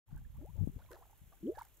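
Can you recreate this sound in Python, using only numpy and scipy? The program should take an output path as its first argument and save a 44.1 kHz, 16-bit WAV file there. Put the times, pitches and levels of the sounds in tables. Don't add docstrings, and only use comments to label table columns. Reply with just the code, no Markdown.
import sys
import numpy as np
from scipy import signal
from scipy.fft import rfft, irfft
from scipy.io import wavfile
from scipy.ndimage import uniform_filter1d

SR = 44100
rng = np.random.default_rng(int(sys.argv[2]) if len(sys.argv) > 2 else 0)


def boost_factor(decibels):
    exponent = np.asarray(decibels, float) / 20
    return 10 ** exponent


def output_pcm(signal):
    pcm = np.clip(np.atleast_2d(signal).T, -1, 1) * 32767
    wavfile.write(sys.argv[1], SR, np.round(pcm).astype(np.int16))


N = 79380
TOP_HZ = 15750.0
ONSET_S = 0.002


def evened(x):
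    return x / np.sqrt(np.mean(x ** 2) + 1e-20)


def read(points, hz):
    f, value = np.transpose(points)
    return np.interp(np.log(hz + 1), np.log(f + 1), value)


def along(table, column=1):
    return np.interp(np.arange(N) / SR, np.array(table)[:, 0], np.array(table)[:, column])


def colour(x, points, lo_hz, hi_hz):
    hz = np.fft.rfftfreq(x.shape[-1], 1 / SR)
    edge = np.clip((hz - lo_hz) / (0.34 * lo_hz), 0, 1) * (hz < hi_hz)
    return irfft(rfft(x) * boost_factor(read(points, hz)) * edge, x.shape[-1])


def slow(shape, seconds):
    size = max(int(seconds * SR), 2)
    noise = rng.standard_normal(shape)
    return evened(uniform_filter1d(uniform_filter1d(noise, size), size))


def add(mix, start_s, sound, lean_db):
    at = round(start_s * SR)
    part = mix[:, at:at + len(sound)]
    part += boost_factor([[lean_db / 2], [-lean_db / 2]]) * sound[:part.shape[1]]


def ring(hz, level_db, wander):
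    n = len(hz)
    level = boost_factor(level_db + 3 * wander[0, :n])
    phase = 2 * np.pi * np.cumsum(hz * (1 + 0.025 * wander[1, :n])) / SR
    return np.sqrt(2) * level * np.sin(phase)


def bubble(length_s, first_hz, last_hz, level_db, tail_share=0.55, onset_s=ONSET_S):
    t = np.arange(0, length_s * (1 + tail_share), 1 / SR)
    tail = np.clip((t / length_s - 1 + tail_share) / (2 * tail_share), 0, 1)
    envelope = np.minimum(t / onset_s, 1) * np.cos(np.pi / 2 * tail) ** 2
    hz = first_hz * (last_hz / first_hz) ** (t / length_s)
    return envelope * ring(hz, level_db, slow((2, 8192), 0.0042))


def pockets(out, mud_lean):
    # time_s, pitch_hz, level_db
    large_pocket = [(1.4285, 172, -52), (1.434, 180, -47), (1.456, 222, -43), (1.48, 293, -36),
                    (1.494, 350, -33), (1.504, 400, -38), (1.513, 445, -49), (1.522, 465, -48),
                    (1.537, 485, -62)]
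    # time_s, pitch_hz, level_db
    pocket_neck = [(1.4295, 312, -48), (1.447, 325, -46), (1.468, 423, -46), (1.48, 510, -45),
                   (1.487, 565, -53), (1.494, 595, -48), (1.51, 600, -62), (1.52, 610, -56),
                   (1.545, 700, -70)]
    # time_s, pitch_hz, level_db
    gulp = [(.41, 260, -56), (.43, 294, -54), (.447, 400, -58), (.46, 620, -60), (.468, 740, -67),
            (.476, 790, -60), (.508, 1050, -73)]
    # time_s, pitch_hz, level_db
    blurt = [(1.577, 800, -52), (1.584, 860, -46), (1.592, 930, -51), (1.6, 1250, -57), (1.608, 1850, -66)]
    for table in (large_pocket, pocket_neck, gulp, blurt):
        s, pitch_hz, level_db = np.transpose(table)
        t = np.arange(s[0], s[-1], 1 / SR)
        edges = np.minimum(np.minimum(t - s[0], s[-1] - t) / ONSET_S, 1)
        hz = uniform_filter1d(np.interp(t, s, pitch_hz), size=250)
        tone = ring(hz, np.interp(t, s, level_db), 0.5 * slow((2, 8192), 0.004))
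        add(out, s[0], edges * tone, read(mud_lean, pitch_hz.mean()))


def rim_echo(x):
    # delay_s, level_db
    rim_echoes = [
        (.0031, -19),
        (.0085, -21),
    ]
    rim = np.zeros((2, 2048))
    rim[:, 0] = 1
    for delay_s, level_db in rim_echoes:
        at = (delay_s * SR * rng.uniform(0.85, 1.15, 2)).astype(int)
        rim[[0, 1], at] = boost_factor(level_db) * rng.choice([-1, 1], 2)
    return signal.fftconvolve(x, rim, axes=1)[:, :N]


def mud():
    # freq_hz, left_over_right_db
    mud_lean = [(200, -6), (500, 3.5), (1000, -1), (2000, -13.5)]
    # freq_hz, left_lead_rad
    mud_lead = [(200, -.2), (1100, -.45)]
    # start_s, length_s, first_hz, last_hz, level_db
    glugs = [(0.082, 0.025, 950, 800, -75), (0.341, 0.016, 800, 1200, -74), (.352, .022, 720, 1150, -74),
             (0.387, 0.03, 560, 600, -72), (.553, .02, 470, 640, -69), (0.575, 0.026, 597, 550, -70),
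             (0.558, 0.071, 914, 769, -74), (.712, .05, 350, 460, -72), (0.792, 0.02, 780, 1074, -68),
             (0.815, 0.011, 1140, 1670, -74), (0.888, 0.02, 1034, 1010, -67), (0.909, 0.045, 337, 363, -62),
             (0.945, .025, 560, 800, -65), (0.913, 0.011, 1302, 1770, -59), (0.985, 0.016, 400, 520, -66),
             (1.021, 0.016, 900, 1266, -64), (1.551, 0.022, 1745, 1700, -67),
             (1.612, 0.0089, 1030, 920, -50), (1.405, .026, 240, 340, -68), (1.54, .03, 700, 850, -66),
             (1.322, .012, 850, 700, -70), (1.334, .022, 720, 800, -71), (.85, .013, 800, 1050, -72)]
    # start_s, pitch_hz, level_db, length_s
    plips = [(.108, 1430, -75.5, .01), (0.115, 1200, -74.5, .006), (0.141, 1430, -74, 0.0076),
             (0.135, 736, -79, .008), (0.171, 1540, -63.5, 0.0047), (.18, 1520, -69, 0.0074),
             (.163, 870, -71, .012), (.214, 777, -73.5, .009), (0.25, 1680, -69, 0.006),
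             (.39, 880, -73, 0.0062), (.413, 806, -66, 0.0094), (0.426, 610, -63.5, 0.01),
             (0.446, 860, -69, .008), (0.781, 478, -63, .007), (0.841, 3340, -70, 0.0032),
             (0.864, 4150, -71.5, 0.0033), (0.862, 2290, -78, .004), (.909, 510, -60, 0.0054),
             (.917, 460, -53, 0.0093), (.918, 994, -59, 0.008), (0.93, 505, -54, 0.0063),
             (.938, 590, -60.5, 0.0072), (.939, 1725, -65.5, 0.0097), (0.961, 1320, -69, 0.0063),
             (0.966, 960, -60, 0.006), (0.975, 760, -61.5, .006), (.985, 805, -66, 0.01),
             (1.0, 1045, -75, .008), (1.013, 765, -62.5, .006), (1.022, 777, -58.5, 0.0062),
             (1.041, 900, -70, .006), (1.054, 880, -70, .006), (1.069, 704, -68, 0.0069),
             (1.098, 824, -66, 0.0067), (1.109, 795, -70.5, .006), (1.131, 840, -64, 0.0076),
             (1.326, 1117, -65.5, 0.01), (1.324, 1600, -75, .005), (1.373, 1620, -72.5, .006),
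             (1.574, 599, -55, 0.01), (1.577, 1550, -61.5, 0.0045), (1.613, 1340, -57, .006),
             (1.623, 2155, -68.5, 0.0084), (1.653, 792, -70, 0.013), (1.436, 2990, -75, 0.0043),
             (1.469, 3040, -74.5, 0.0038), (1.622, 1000, -62, .006)]
    plip_rise = 1.03
    out = np.zeros((2, N))
    pockets(out, mud_lean)
    for start_s, length_s, first_hz, last_hz, level_db in glugs:
        add(out, start_s, bubble(length_s, first_hz, last_hz, level_db), read(mud_lean, first_hz))
    for start_s, hz, level_db, length_s in plips:
        plip = bubble(length_s, hz / plip_rise, hz * plip_rise, level_db)
        add(out, start_s - ONSET_S, plip, read(mud_lean, hz))
    left, right = rim_echo(out)
    turn = np.exp(-1j * read(mud_lead, np.fft.rfftfreq(N, 1 / SR)))
    return np.array([left, irfft(rfft(right) * turn, N)])


def splashes():
    # start_s, length_s, level_db, lowest_hz
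    splash_bursts = [
        (0.102, 0.14, -76, 606),
        (0.407, 0.032, -77, 450),
        (0.57, 0.26, -82, 300),
        (0.785, 0.098, -74, 494),
        (0.905, 0.059, -63, 300),
        (0.942, 0.18, -73, 394),
        (1.319, 0.014, -66.5, 500),
        (1.54, 0.058, -69, 600),
        (1.579, 0.079, -59, 784),
    ]
    # freq_hz, level_db_per_hz
    splash_colour = [(300, -1.5), (900, 0), (1800, -4), (2500, -18), (4500, -14.5), (14000, -31)]
    droplets_per_s, droplet_db = 330, 1
    t, out, drops = np.arange(N) / SR, np.zeros((2, N)), np.zeros((2, N))
    for when, pitch, size, side in rng.random((int(droplets_per_s * N / SR), 4)):
        hz = 300 * 6 ** pitch
        drop = bubble(6 / hz, hz, 1.15 * hz, read(splash_colour, hz) - 20 * size)
        add(drops, when * N / SR, drop, 10 * side - 7)
    a, b = rng.standard_normal((2, N)) * boost_factor(5.2 * slow(N, 0.0035))
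    grains = np.array([0.64 * a + 0.8 * b, a])
    wet = evened(colour(grains, splash_colour, 200.0, TOP_HZ)) + boost_factor(droplet_db) * evened(drops)
    for start_s, length_s, level_db, low_hz in splash_bursts:
        decay = boost_factor(level_db - 14 * np.clip((t - start_s) / length_s, 0, 9) ** 2)
        onset = np.clip((t - start_s) / 0.006, 0, 1)
        out += decay * onset * colour(wet, [(100, 0), (200, 0)], 0.8 * low_hz, TOP_HZ)
    return out


def paired(a, b):
    # freq_hz, correlation
    port_likeness = [(300, .55), (1500, .6), (3000, .45), (8000, .55), (15000, .45)]
    # freq_hz, left_lead_rad
    gas_lead = [(1000, -0.5), (7000, 1.5), (15000, 6)]
    # freq_hz, left_over_right_db
    gas_lean = [(4000, 0), (9000, -3.5), (14000, -1.5)]
    hz = np.fft.rfftfreq(N, 1 / SR)
    same = np.clip(read(port_likeness, hz), -1, 1)
    left = rfft(a) * boost_factor(read(gas_lean, hz))
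    shared = same * np.exp(-1j * read(gas_lead, hz)) * rfft(a)
    right = shared + np.sqrt(1 - same ** 2) * rfft(b)
    return np.array([irfft(left, N), irfft(right, N)])


def gas():
    # time_s, fizz_level_db
    gas_effort = [
        (.07, -78),
        (.6, -73),
        (1.8, -72),
    ]
    # freq_hz, level_db_per_hz
    hiss_colour = [(250, -1.5), (900, -7.5), (1700, -10.5), (3300, -10), (4600, -19), (6500, -26)]
    # freq_hz, level_db_per_hz
    fizz_colour = [(2650, -33), (4600, -22), (5900, -8.5), (7260, -3), (9500, -8.5), (10900, -1),
                   (12900, -2), (15800, -5)]
    # start_s, level_db
    skin_cracks = [(.1621, -56), (0.177, -56), (0.369, -62), (.461, -58), (0.5674, -58.5), (0.7175, -62),
                   (0.9156, -49.5), (.926, -52), (1.0647, -61), (1.1574, -61.5), (1.5727, -54),
                   (1.592, -49), (1.6, -55), (1.6202, -49.5), (1.631, -53), (1.6516, -51.5), (1.685, -57)]
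    # freq_hz, level_db_per_hz
    crack_colour = [(2000, -12), (4600, -17), (7200, -5), (13000, -3)]
    rest_db, hiss_db, hiss_follows = -74.5, -77, 0.63
    crackles_per_s, crackle_db, crackle_spread_db, crackle_follows = 350, -4, 4, 0.5
    crack_db, crack_decay_s = 4.5, 0.0019

    fizz_db = along(gas_effort)
    effort_db = fizz_db - rest_db
    decay = np.exp(-np.arange(300) / (crack_decay_s * SR))
    pops = boost_factor(crackle_spread_db * np.minimum(rng.exponential(1, N), 3))
    pops = pops * (rng.random(N) < crackles_per_s / SR)
    crackle = evened(np.convolve(pops, decay)[:N])
    crackle = boost_factor(crackle_db + crackle_follows * effort_db) * crackle
    flicker = boost_factor(0.47 * slow(N, 0.0048) + 0.24 * slow(N, 0.019))

    a, b, c, d, e, f = rng.standard_normal((6, N))
    fizz = paired(a, b) * np.sqrt(flicker ** 2 + crackle ** 2)
    fizz = evened(colour(fizz, fizz_colour, 2200.0, TOP_HZ))
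    hiss = evened(colour(paired(c, d) * flicker, hiss_colour, 200.0, TOP_HZ))
    spikes = np.zeros(N)
    for start_s, level_db in skin_cracks:
        spikes[round(start_s * SR)] = boost_factor(level_db + crack_db)
    cracks = paired(e, f) * np.convolve(spikes, decay)[:N]
    cracks = colour(cracks, crack_colour, 1500.0, TOP_HZ)
    return boost_factor(fizz_db) * fizz + boost_factor(hiss_db + hiss_follows * effort_db) * hiss + cracks


def wind():
    # time_s, level_db, left_over_right_db
    gusts = [(.07, -70, 1), (.126, -49.5, 9), (.18, -51, 4.5), (.275, -52.5, -8), (.314, -56, -9),
             (.41, -47, 7), (.45, -54.5, 6), (.56, -49.5, 20.5), (.62, -41, 17), (.69, -45, 17),
             (.724, -55.5, 0), (.765, -45.5, 9.5), (.8, -59.5, 2), (1.2, -70, -3.5), (1.22, -60, 5),
             (1.37, -68, 5), (1.58, -58, 2), (1.63, -69.5, 4)]
    # freq_hz, level_db_per_hz
    calm_colour = [(20, -6.5), (45, 6), (90, -1), (150, -10), (250, -22.5), (500, -80)]
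    # freq_hz, level_db_per_hz
    gust_colour = [(20, -7), (60, -5.5), (100, 6.5), (170, -2.5), (300, -12), (600, -30.5), (1000, -68)]
    # start_s, level_db, width_s, left_over_right_db
    slaps = [
        (.6745, -52, .00055, 30),
        (.6748, -39.5, .0012, 30),
        (.163, -45, .004, -16),
        (.131, -45, .002, 16),
        (1.218, -54, .002, 12),
        (1.242, -57, .002, 10),
        (1.275, -57, .0022, 10),
    ]
    # start_s, length_s, first_hz, last_hz, level_db
    flutter = [
        (.584, .06, 92, 98, -30.5),
        (.603, .043, 165, 158, -34),
    ]
    calm_db, gust_db, lump_db, lump_s = -50.5, -30.5, 4.5, 0.011

    lean_db = along(gusts, column=2)
    port_share = 4 / (1 + 10 ** (np.array([-lean_db, lean_db]) / 10))
    level_db = along(gusts) + 10 * np.log10(port_share)
    strong = np.clip((level_db - calm_db) / (gust_db - calm_db), 0, 1)
    stir = rng.standard_normal((2, N)) * boost_factor(lump_db * slow((2, N), lump_s))
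    calm = evened(colour(stir, calm_colour, 2.9, TOP_HZ))
    gust = evened(colour(stir, gust_colour, 2.9, TOP_HZ))
    air = (1 - strong) * calm + strong * gust
    power = uniform_filter1d(uniform_filter1d(air ** 2, size=1800), size=1800)
    out = boost_factor(level_db) * air / np.sqrt(power + 0.05)
    for start_s, slap_db, width_s, side_db in slaps:
        u = np.arange(-4 * width_s, 4 * width_s, 1 / SR) / width_s
        pulse = (1 - u ** 2) * np.exp(-u ** 2 / 2)
        add(out, start_s - 4 * width_s, np.sign(side_db) * boost_factor(slap_db) * pulse, side_db)
    for start_s, *shape in flutter:
        tone = bubble(*shape, tail_share=0.12, onset_s=0.01)
        at = round(start_s * SR)
        out[0, at:at + len(tone)] += tone
    return out


def scene():
    return mud() + splashes() + gas() + wind()


def top_cut(x):
    return signal.sosfilt(signal.butter(12, 15750, fs=SR, output="sos"), x)


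def record(dry):
    start_s, fade_s = 0.058, 0.027
    fade = np.clip((np.arange(N) / SR - start_s) / fade_s, 0, 1)
    return top_cut(dry * fade)


dry = scene()
out = record(dry)
output_pcm(out)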